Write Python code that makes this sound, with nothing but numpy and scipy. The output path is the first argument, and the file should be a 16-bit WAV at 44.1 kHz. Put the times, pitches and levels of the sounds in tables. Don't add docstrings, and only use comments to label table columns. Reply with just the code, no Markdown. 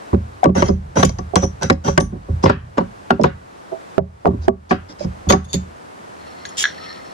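import sys
import numpy as np
from scipy import signal
from scipy.fft import rfft, irfft
from scipy.io import wavfile
from scipy.ndimage import uniform_filter1d

SR = 44100
rng = np.random.default_rng(int(sys.argv[2]) if len(sys.argv) > 2 else 0)


def to_wav(s):
    ch = np.atleast_2d(s).T
    pcm = np.round(np.clip(ch, -1, 1) * 32767)
    wavfile.write(sys.argv[1], SR, pcm.astype(np.int16))


N = 314433
STEEL_LOW_HZ = 820
BENCH_EDGES_HZ = [50, 140, 290, 520, 950, 2000, 6800]


def amp(db):
    return 10 ** (np.asarray(db) / 20)


def panned(db, pan_db):
    return amp([[db + pan_db / 2], [db - pan_db / 2]])


def read(points, hz):
    f, value = np.transpose(points)
    return np.interp(np.log(hz + 1), np.log(f), value)


def unit(x):
    return x * np.sqrt(.03 * SR / (np.sum(x ** 2, -1, keepdims=True) + 1e-20))


def butter(x, order, hz, kind="low"):
    return signal.sosfilt(signal.butter(order, hz, kind, fs=SR, output="sos"), x + 1e-12)


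def add(mix, s, sound):
    part = mix[:, round(s * SR):][:, :sound.shape[1]]
    part += sound[:, :part.shape[1]]


def ring_time():
    return np.arange(int(.42 * SR)) / SR


def decay(t, t60):
    return np.exp(-np.log(1000) * t / t60)


def stereo(pair, corr):
    return np.array([pair[0], corr * pair[0] + np.sqrt(1 - corr ** 2) * pair[1]])


def ring(modes, detune=0.005, uneven_db=2):
    t = ring_time()
    hz, db, t60 = np.transpose(modes)
    gains = amp(db + uneven_db * rng.standard_normal((2, len(hz))))
    weights = gains * np.exp(2j * np.pi * rng.random(gains.shape))
    hz = hz * (1 + detune * rng.standard_normal(len(hz)))
    phase = 2 * np.pi * hz[:, None] * t
    fade = decay(t, t60[:, None])
    return weights.real @ (fade * np.sin(phase)) + weights.imag @ (fade * np.cos(phase))


def burst(t60):
    t = ring_time()
    n = min(int(1.5 * t60 * SR), len(t))
    return np.pad(rng.standard_normal((2, n)) * decay(t[:n], t60), ((0, 0), (0, len(t) - n)))


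def jangle(modes, t60, width_hz, uneven_db=3, rise_s=0.0005, detune=0.0071):
    t = ring_time()
    hz = np.fft.rfftfreq(len(t), 1 / SR)
    power = np.zeros(len(hz))
    for f, db, _ in modes:
        gain = amp(db - uneven_db * rng.standard_normal())
        centre_hz = f * (1 + detune * rng.standard_normal())
        power += (gain / (1 + ((hz - centre_hz) / width_hz) ** 2)) ** 2
    noise = irfft(rfft(rng.standard_normal((2, len(t)))) * np.sqrt(power), len(t))
    return noise * (1 - np.exp(-(t / rise_s) ** 2)) * decay(t, t60)


def slips(length_s, strength=1, per_s=1100, size_db=2.5):
    n = max(int(length_s * SR), 8)
    size = amp(size_db * np.minimum(rng.exponential(1, n), 3))
    slipping = rng.random(n) < per_s / SR
    swell = signal.windows.tukey(n, min(0.23 + length_s / 0.88, 1))
    force = strength * size * rng.choice([-1, 1], n) * slipping * swell
    force[0] += 1
    return force


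def air(rms_db=-36):
    # f/Hz, relative level/dB
    density = [(25, -20), (55, -32.5), (79, -4.5), (110, -12), (170, -5), (350, -4), (700, -1.5),
               (1300, -6.5), (2200, -17.5), (3100, -23), (4300, -25.5), (5200, -26.5), (8700, -30.5),
               (13000, -42), (15500, -58)]
    # f/Hz, correlation
    corr = [(60, 0.99), (130, 0.69), (290, -0.21), (640, -0.78), (1400, -0.74), (3100, 0.44),
            (6800, 0.0097)]
    hz = np.fft.rfftfreq(N, 1 / SR)
    white = stereo(rfft(rng.standard_normal((2, N))), read(corr, hz))
    noise = irfft(white * amp(read(density, hz)), N)
    return amp(rms_db) * noise / noise.std()


def bench(levels_db, force, modes_db=1, knock_t60=0.02, knock_db=-4):
    # f/Hz, level/dB, t60/s
    board = [(51.2, -14, 0.57), (79.85, 1.5, 0.37), (110.1, -2.5, 0.25), (151.6, 1.5, 0.14),
             (185.3, 6.5, 0.21), (213, -8.5, 0.32), (237.7, 9, 0.093), (303.3, -1, 0.14), (360, 9, 0.062),
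             (392.3, 14, 0.094), (548, 1.5, 0.12), (563, 6.5, 0.034), (743.3, -7, 0.12), (968, 15, 0.059),
             (1129, 13.5, 0.068), (1488, 10.5, 0.023)]
    # t60/s, channel correlation, left-right/dB
    clutter = [(0.54, 1, -1.5), (0.12, 0.92, -2), (.075, 0.7, -4), (0.06, -0.46, -5), (0.05, -0.81, 7.5),
               (0.016, 0.75, -2)]
    out = np.zeros((2, len(ring_time()) + len(force) - 1))
    for db, (t60, corr, pan_db), lo, hi in zip(levels_db, clutter, BENCH_EDGES_HZ, BENCH_EDGES_HZ[1:]):
        if db < -62:
            continue
        dense = unit(burst(t60)) + amp(knock_db) * unit(burst(knock_t60))
        response = unit(butter(dense, 3, [lo, hi], "band"))
        modes = [mode for mode in board if lo <= mode[0] < hi]
        if modes:
            response += amp(modes_db) * unit(butter(ring(modes, detune=0.0084), 3, [lo, hi], "band"))
        sound = unit(signal.fftconvolve(response, force[None], axes=1))
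        out += panned(db, pan_db) * unit(stereo(sound, corr))
    return out


def knocks(chatter=0.56, roll_off_db_per_oct=9.5, contact_1khz_s=0.00877):
    # t/s, level/dB, hardness (roll-off corner)/Hz, weight into the frame/dB
    blows = [(0.129, -6, 286, -0.5), (0.145, -19.5, 330, -9), (0.441, -9.5, 2010, -17),
             (0.452, 0.5, 920, -5.5), (0.463, 4.5, 250, -13), (0.488, -4.5, 500, -30),
             (.552, -5.5, 804, -10), (.622, -2, 3200, -0.5), (0.684, 0.5, 410, -4.5),
             (.966, -10.5, 1100, -21), (1.028, -6, 4600, -6), (1.035, -3, 280, -1.5), (1.091, -27, 300, 13),
             (1.186, -23, 1860, 6), (1.357, -8.5, 4530, 0.5), (1.428, -13.5, 940, -3),
             (1.699, -4, 4900, -5), (1.707, 0, 243, -12), (1.877, -11.5, 2420, 1.5),
             (1.976, 0.5, 2970, -3.5), (2.007, -5, 283, -2.5), (2.122, -14.5, 247, -5),
             (2.152, -26, 397, -3), (2.284, -20.5, 377, 13.5), (2.436, -5, 800, -6), (2.456, -4, 1800, 4.5),
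             (2.494, -2, 2130, -13), (2.78, -10, 2170, -52), (2.804, -18, 1070, -12),
             (3.104, -7.5, 2100, -16), (3.114, -11.5, 400, -14), (3.195, -10, 397, -9),
             (3.214, -9.5, 320, -8), (3.239, -6, 2470, -22), (3.243, -8, 1960, -12), (3.983, -1, 480, -5.5),
             (4.2566, -11.5, 1090, -13), (4.270, -4, 530, -4), (4.282, -10, 280, -3.5),
             (4.303, -17.5, 400, 1), (4.332, -16, 360, 4), (4.379, -25, 150, 11), (4.481, 2, 750, -10.5),
             (4.708, -4.5, 2260, -30), (5.043, -9.5, 155, -9), (5.267, -15, 179, 3.5),
             (5.303, -7, 1800, -8), (5.33, -2.5, 1320, -9), (5.536, -7, 202, -8.5)]
    hard_blow_db = [-1.5, -1.5, -3, -1.5, -3, -12]
    mix = np.zeros((2, N))
    centres_hz = np.sqrt(np.multiply(BENCH_EDGES_HZ[:-1], BENCH_EDGES_HZ[1:]))
    for s, db, hardness_hz, weight_db in blows:
        loss = amp(roll_off_db_per_oct * np.log2(centres_hz / hardness_hz))
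        levels_db = db + np.array(hard_blow_db) - 10 * np.log10(1 + loss ** 2)
        levels_db[0] += weight_db
        length_s = contact_1khz_s * (1000 / hardness_hz) ** 0.17
        force = np.pad(slips(length_s, strength=chatter), (0, int(length_s * SR)))
        modes_db = 7 + 0.12 * min(weight_db, 0)
        add(mix, s, bench(levels_db, butter(force, 2, hardness_hz), modes_db))
    return mix


def bumps(lower_ratio=0.58, rise_per_t60=0.099, rattle_db=-5, cutoff_ratio=1.57, left_lead_rad=1.67):
    # t/s, level/dB, main f/Hz, t60/s, left-right/dB, lower resonance/dB
    blows = [(.431, -5.5, 741, 0.063, 7.5, -31), (1.334, -26, 691, 0.067, -27.5, 1),
             (2.495, -6, 1380, 0.053, 7, -11), (3.1055, -8.5, 1406, 0.043, 7, -7),
             (3.193, -12.5, 608, 0.048, -12.5, -4.5), (3.717, -22, 656, 0.13, -9, -6.5),
             (3.9799, 1, 646, 0.042, -15.5, 2), (4.249, -17, 640, 0.023, -10.5, -3.5),
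             (4.256, -7, 910, 0.0081, 1, 0), (4.264, -3.5, 689, 0.049, -3, -1),
             (4.4805, 5.5, 659, 0.056, -7, -1.5), (5.006, -24, 590, 0.05, -13, -10)]
    mix, t = np.zeros((2, N)), ring_time()
    lead = np.array([[left_lead_rad], [0]])
    for s, db, hz, t60, pan_db, lower_db in blows:
        modes = [(hz, 0, t60), (hz * lower_ratio, lower_db, t60)]
        tone = sum(amp(level) * np.sin(2 * np.pi * f * t + lead) for f, level, _ in modes)
        rattle = stereo(jangle(modes, t60, width_hz=0.25 * hz), corr=-0.28)
        sound = unit(tone * decay(t, t60)) + amp(rattle_db) * unit(rattle)
        sound *= 1 - np.exp(-t / (rise_per_t60 * t60))
        add(mix, s, panned(db, pan_db) * unit(butter(sound, 2, cutoff_ratio * hz)))
    return mix


def snaps(t60=0.012, band_hz=(2800, 7500)):
    # t/s, level/dB
    hits = [(0.441, -25.5), (0.6216, -33), (1.032, -30), (1.357, -19.5), (1.632, -26.5), (1.7, -27),
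            (1.978, -20), (2.007, -20), (2.495, -32), (2.781, -44), (3.2353, -28.5), (4.272, -41.5),
            (4.481, -43), (4.712, -33), (5.323, -19), (5.531, -23.5)]
    mix = np.zeros((2, N))
    for s, db in hits:
        crack = butter(burst(t60), 3, band_hz, "band")
        add(mix, s, amp(db) * unit(stereo(crack, corr=0.17)))
    return mix


def steel(piece, modes, crack_db, crack_t60, crack_hz, jangle_t60, width_hz, ring_db,
          bench_db=None, loose_db=None):
    # t/s, piece, length/s, level/dB
    contacts = [(0.548, "long wrench", 0.026, -17), (0.562, "long wrench", 0.045, -13.5),
                (0.626, "long wrench", 0.045, -19), (0.677, "sockets", 0.012, -23.5),
                (0.955, "long wrench", 0.018, -25.5), (0.966, "long wrench", 0.039, -16.5),
                (1.029, "long wrench", 0.0045, -16.5), (1.047, "jaw", 0.0056, -14),
                (1.091, "sockets", 0.0043, -26.5), (1.185, "sockets", 0.0022, -33),
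                (1.358, "long wrench", 0.017, -17), (1.417, "flat wrench", 0.027, -19.5),
                (1.612, "long wrench", 0.034, -21.5), (1.721, "sockets", 0.012, -28.5),
                (1.84, "long wrench", 0.053, -18), (2, "flat wrench", 0.0031, -16.5),
                (2.427, "sockets", 0.047, -22), (2.453, "tray", 0.03, -11.5), (2.498, "tray", 0.0047, -14),
                (2.77, "tray", 0.0133, -27), (3.103, "tray", 0.011, -25.5), (3.213, "sockets", 0.0014, -36),
                (3.246, "tray", 0.013, -19.5), (4.413, "sockets", 0.053, -39.5),
                (4.693, "sockets", 0.015, -31), (4.707, "tray", 0.0235, -17.5),
                (4.886, "sockets", 0.043, -37.5), (4.987, "sockets", 0.069, -33.5),
                (5.288, "small wrench", 0.016, -16), (5.293, "tray", 0.023, -12.5),
                (5.3, "small wrench", 0.032, -12), (5.324, "sockets", 0.0032, -11.5),
                (5.441, "small wrench", 0.013, -40), (5.481, "small wrench", 0.06, -34),
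                (5.531, "small wrench", 0.011, -16), (6.453, "small wrench", 0.004, -39),
                (6.488, "small wrench", 0.0041, -42), (6.57, "jaw", 0.064, -16.5)]
    slide_db = [-0.5, 2, -3.5, 1, -8.5, -20.5]
    mix = np.zeros((2, N))
    for s, _, length_s, db in (row for row in contacts if row[1] == piece):
        force = slips(length_s)
        crack = butter(burst(crack_t60), 4, [1700, crack_hz], "band")
        response = unit(jangle(modes, jangle_t60, width_hz))
        response += amp(ring_db) * unit(ring(modes)) + amp(crack_db) * unit(crack)
        if loose_db is not None:
            response += amp(loose_db) * unit(loose_bits())
        radiated = butter(response, 2, STEEL_LOW_HZ, "high")
        sound = signal.oaconvolve(radiated, force[None], axes=1)
        add(mix, s, amp(db) * unit(stereo(sound, corr=0.088)))
        if bench_db is not None:
            add(mix, s, bench(db + bench_db + np.array(slide_db), force))
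    return mix


def loose_bits(count=36, band_hz=(2100, 8000), t60=0.25):
    return ring([(hz, 0, t60) for hz in rng.uniform(*band_hz, count)])


def tools():
    # f/Hz, level/dB, t60/s
    long_wrench = [(1503, 16.5, 0.12), (2050, 9, .08), (2670, 6.5, 0.056), (3200, 9.5, 0.11),
                   (3900, 4.5, 0.05), (4780, 5.5, .05), (5420, 9, 0.08), (5920, 17.5, 0.072),
                   (6550, 6.5, 0.07), (9500, -6, 0.1), (10400, -3, 0.09), (12600, -21, 0.16),
                   (13940, -18, .1)]
    flat_wrench = [(1520, 7, .08), (3340, 0, .06), (5600, -4.5, .06), (6000, 16.5, 0.18), (6300, 3, .1),
                   (9350, 6, 0.072), (9640, -8.5, .08), (13100, -25.5, .12)]
    small_wrench = [(3200, -2, 0.035), (3580, 7.5, 0.16), (4500, 4, 0.035), (5710, -1, 0.04),
                    (6625, 12.5, 0.14), (7480, -5, 0.04), (9440, -7, 0.047), (10050, -2, 0.077),
                    (11930, -12.5, 0.07), (14200, -20, .08)]
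    jaw = [(3260, 11, 0.12), (5550, 7, 0.09), (5760, 5.5, 0.075), (7000, 14.5, 0.11), (7070, 6, 0.12),
           (8500, -2, 0.1), (9660, -5, 0.09), (10400, -4.5, 0.075), (12300, -10.5, 0.08), (14100, -12, .09)]
    tray = [(1370, 16, 0.052), (1400, 11, 0.12), (2760, 5.5, 0.16)]
    sockets = [(3440, 0, .05), (5070, 13, 0.053), (6060, 8.5, 0.018)]
    mix = steel("long wrench", long_wrench, crack_db=-12, crack_t60=0.018, crack_hz=6300,
                jangle_t60=0.2, width_hz=175, ring_db=-5, bench_db=2.5, loose_db=-14)
    mix += steel("flat wrench", flat_wrench, crack_db=-12.5, crack_t60=0.048, crack_hz=7450,
                 jangle_t60=0.15, width_hz=230, ring_db=-20, bench_db=3)
    mix += steel("small wrench", small_wrench, crack_db=-12, crack_t60=0.11, crack_hz=6560,
                 jangle_t60=0.064, width_hz=84, ring_db=-6, bench_db=-15.5, loose_db=-21)
    mix += steel("jaw", jaw, crack_db=-4.5, crack_t60=0.061, crack_hz=6500,
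                 jangle_t60=0.035, width_hz=310, ring_db=-24)
    mix += steel("tray", tray, crack_db=-8.5, crack_t60=0.12, crack_hz=5030,
                 jangle_t60=0.25, width_hz=370, ring_db=-15, bench_db=2)
    mix += steel("sockets", sockets, crack_db=-3, crack_t60=0.013, crack_hz=6500,
                 jangle_t60=0.045, width_hz=230, ring_db=-10.5, bench_db=1)
    return mix


def rub(per_s=1300, size_db=0.5, grip_s=0.027):
    # f/Hz, width/Hz, level/dB
    resonances = [(1280, 180, -4), (1840, 150, -3), (2090, 100, -3), (2920, 2600, -17.5), (4290, 420, -9),
                  (5400, 330, -11.5)]
    # t/s, level/dB
    pressure = [(6.05, -79), (6.2, -54), (6.31, -47), (6.42, -48), (6.76, -42.5), (6.87, -34.5), (7.0, -44),
                (7.13, -54)]
    hz = np.fft.rfftfreq(N, 1 / SR)
    size = amp(size_db * np.minimum(rng.exponential(1, N), 3))
    force_spectrum = rfft(size * rng.choice([-1, 1], N) * (rng.random(N) < per_s / SR))
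    sound = np.zeros((2, N))
    for f, width_hz, db in resonances:
        grip = uniform_filter1d(rng.standard_normal(N), int(grip_s * SR))
        fits_db = 4 * np.clip(grip / grip.std(), -2, 1.5)
        body = np.exp(2j * np.pi * rng.random((2, 1))) / (1 + 2j * (hz - f) / width_hz) ** 2
        sound += amp(db + fits_db) * irfft(force_spectrum * body, N)
    sound = stereo(sound, corr=0.63)
    level_db = np.interp(np.arange(N) / SR, *np.transpose(pressure), left=-np.inf)
    return sound / sound.std() * amp(level_db)


def taps(rise_s=0.00057, rattle_db=-11):
    # t/s, level/dB, hardness (roll-off corner)/Hz
    hits = [(6.452, -33.5, 6000), (6.6398, -16.5, 6500), (6.6538, -17.5, 2300)]
    # f/Hz, level/dB, t60/s
    casting = [(1680, -3, 0.034), (1952, -1.5, 0.016), (3280, -6, 0.015), (3550, -3, 0.014),
               (4050, -3.5, 0.017), (5800, -2, 0.009), (1620, -24, 0.15), (2022, -23, 0.22),
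               (3300, -30.5, 0.22), (6900, -25, 0.13)]
    mix = np.zeros((2, N))
    onset = 1 - np.exp(-ring_time() / rise_s)
    for s, db, hardness_hz in hits:
        sound = unit(ring(casting)) + amp(rattle_db) * unit(jangle(casting, t60=0.21, width_hz=230))
        radiated = butter(sound * onset, 4, STEEL_LOW_HZ, "high")
        cushioned = butter(radiated, 1, hardness_hz)
        add(mix, s, amp(db) * unit(stereo(cushioned, corr=0.61)))
    return mix


def garage(x, wet_db=-18, bass_t60=0.18, treble_t60=0.22, split_hz=1500, rise_s=0.0053):
    bass = butter(stereo(burst(bass_t60), corr=0.78), 2, split_hz)
    treble = butter(burst(treble_t60), 2, split_hz, "high")
    tail = (bass + treble) * (1 - np.exp(-(ring_time() / rise_s) ** 2))
    return x + amp(wet_db) * signal.oaconvolve(x, tail / np.linalg.norm(tail[0]), axes=1)[:, :N]


def scene():
    return garage(tools() + knocks() + snaps() + bumps() + taps() + rub()) + air()


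def record(dry, limit_db=-7.5, sense_s=0.0036, attack_s=0.00075, recover_s=0.3, cutoff_hz=15600):
    sense, attack = np.exp(-1 / (sense_s * SR)), np.exp(-1 / (attack_s * SR))
    power = signal.lfilter([1 - sense], [1, -sense], dry ** 2).max(0)
    over_db = np.maximum(10 * np.log10(power + 1e-12) - limit_db, 0)
    fade = np.exp(-np.arange(N) / SR / recover_s)
    held_db = np.maximum.accumulate(over_db / fade) * fade
    ducked = dry / amp(signal.lfilter([1 - attack], [1, -attack], held_db))
    lowpass = signal.firwin(255, cutoff_hz, window=("kaiser", 7), fs=SR)
    return signal.oaconvolve(np.clip(ducked, -1, 1), lowpass[None], "same")


dry = scene()
out = record(dry)
to_wav(out)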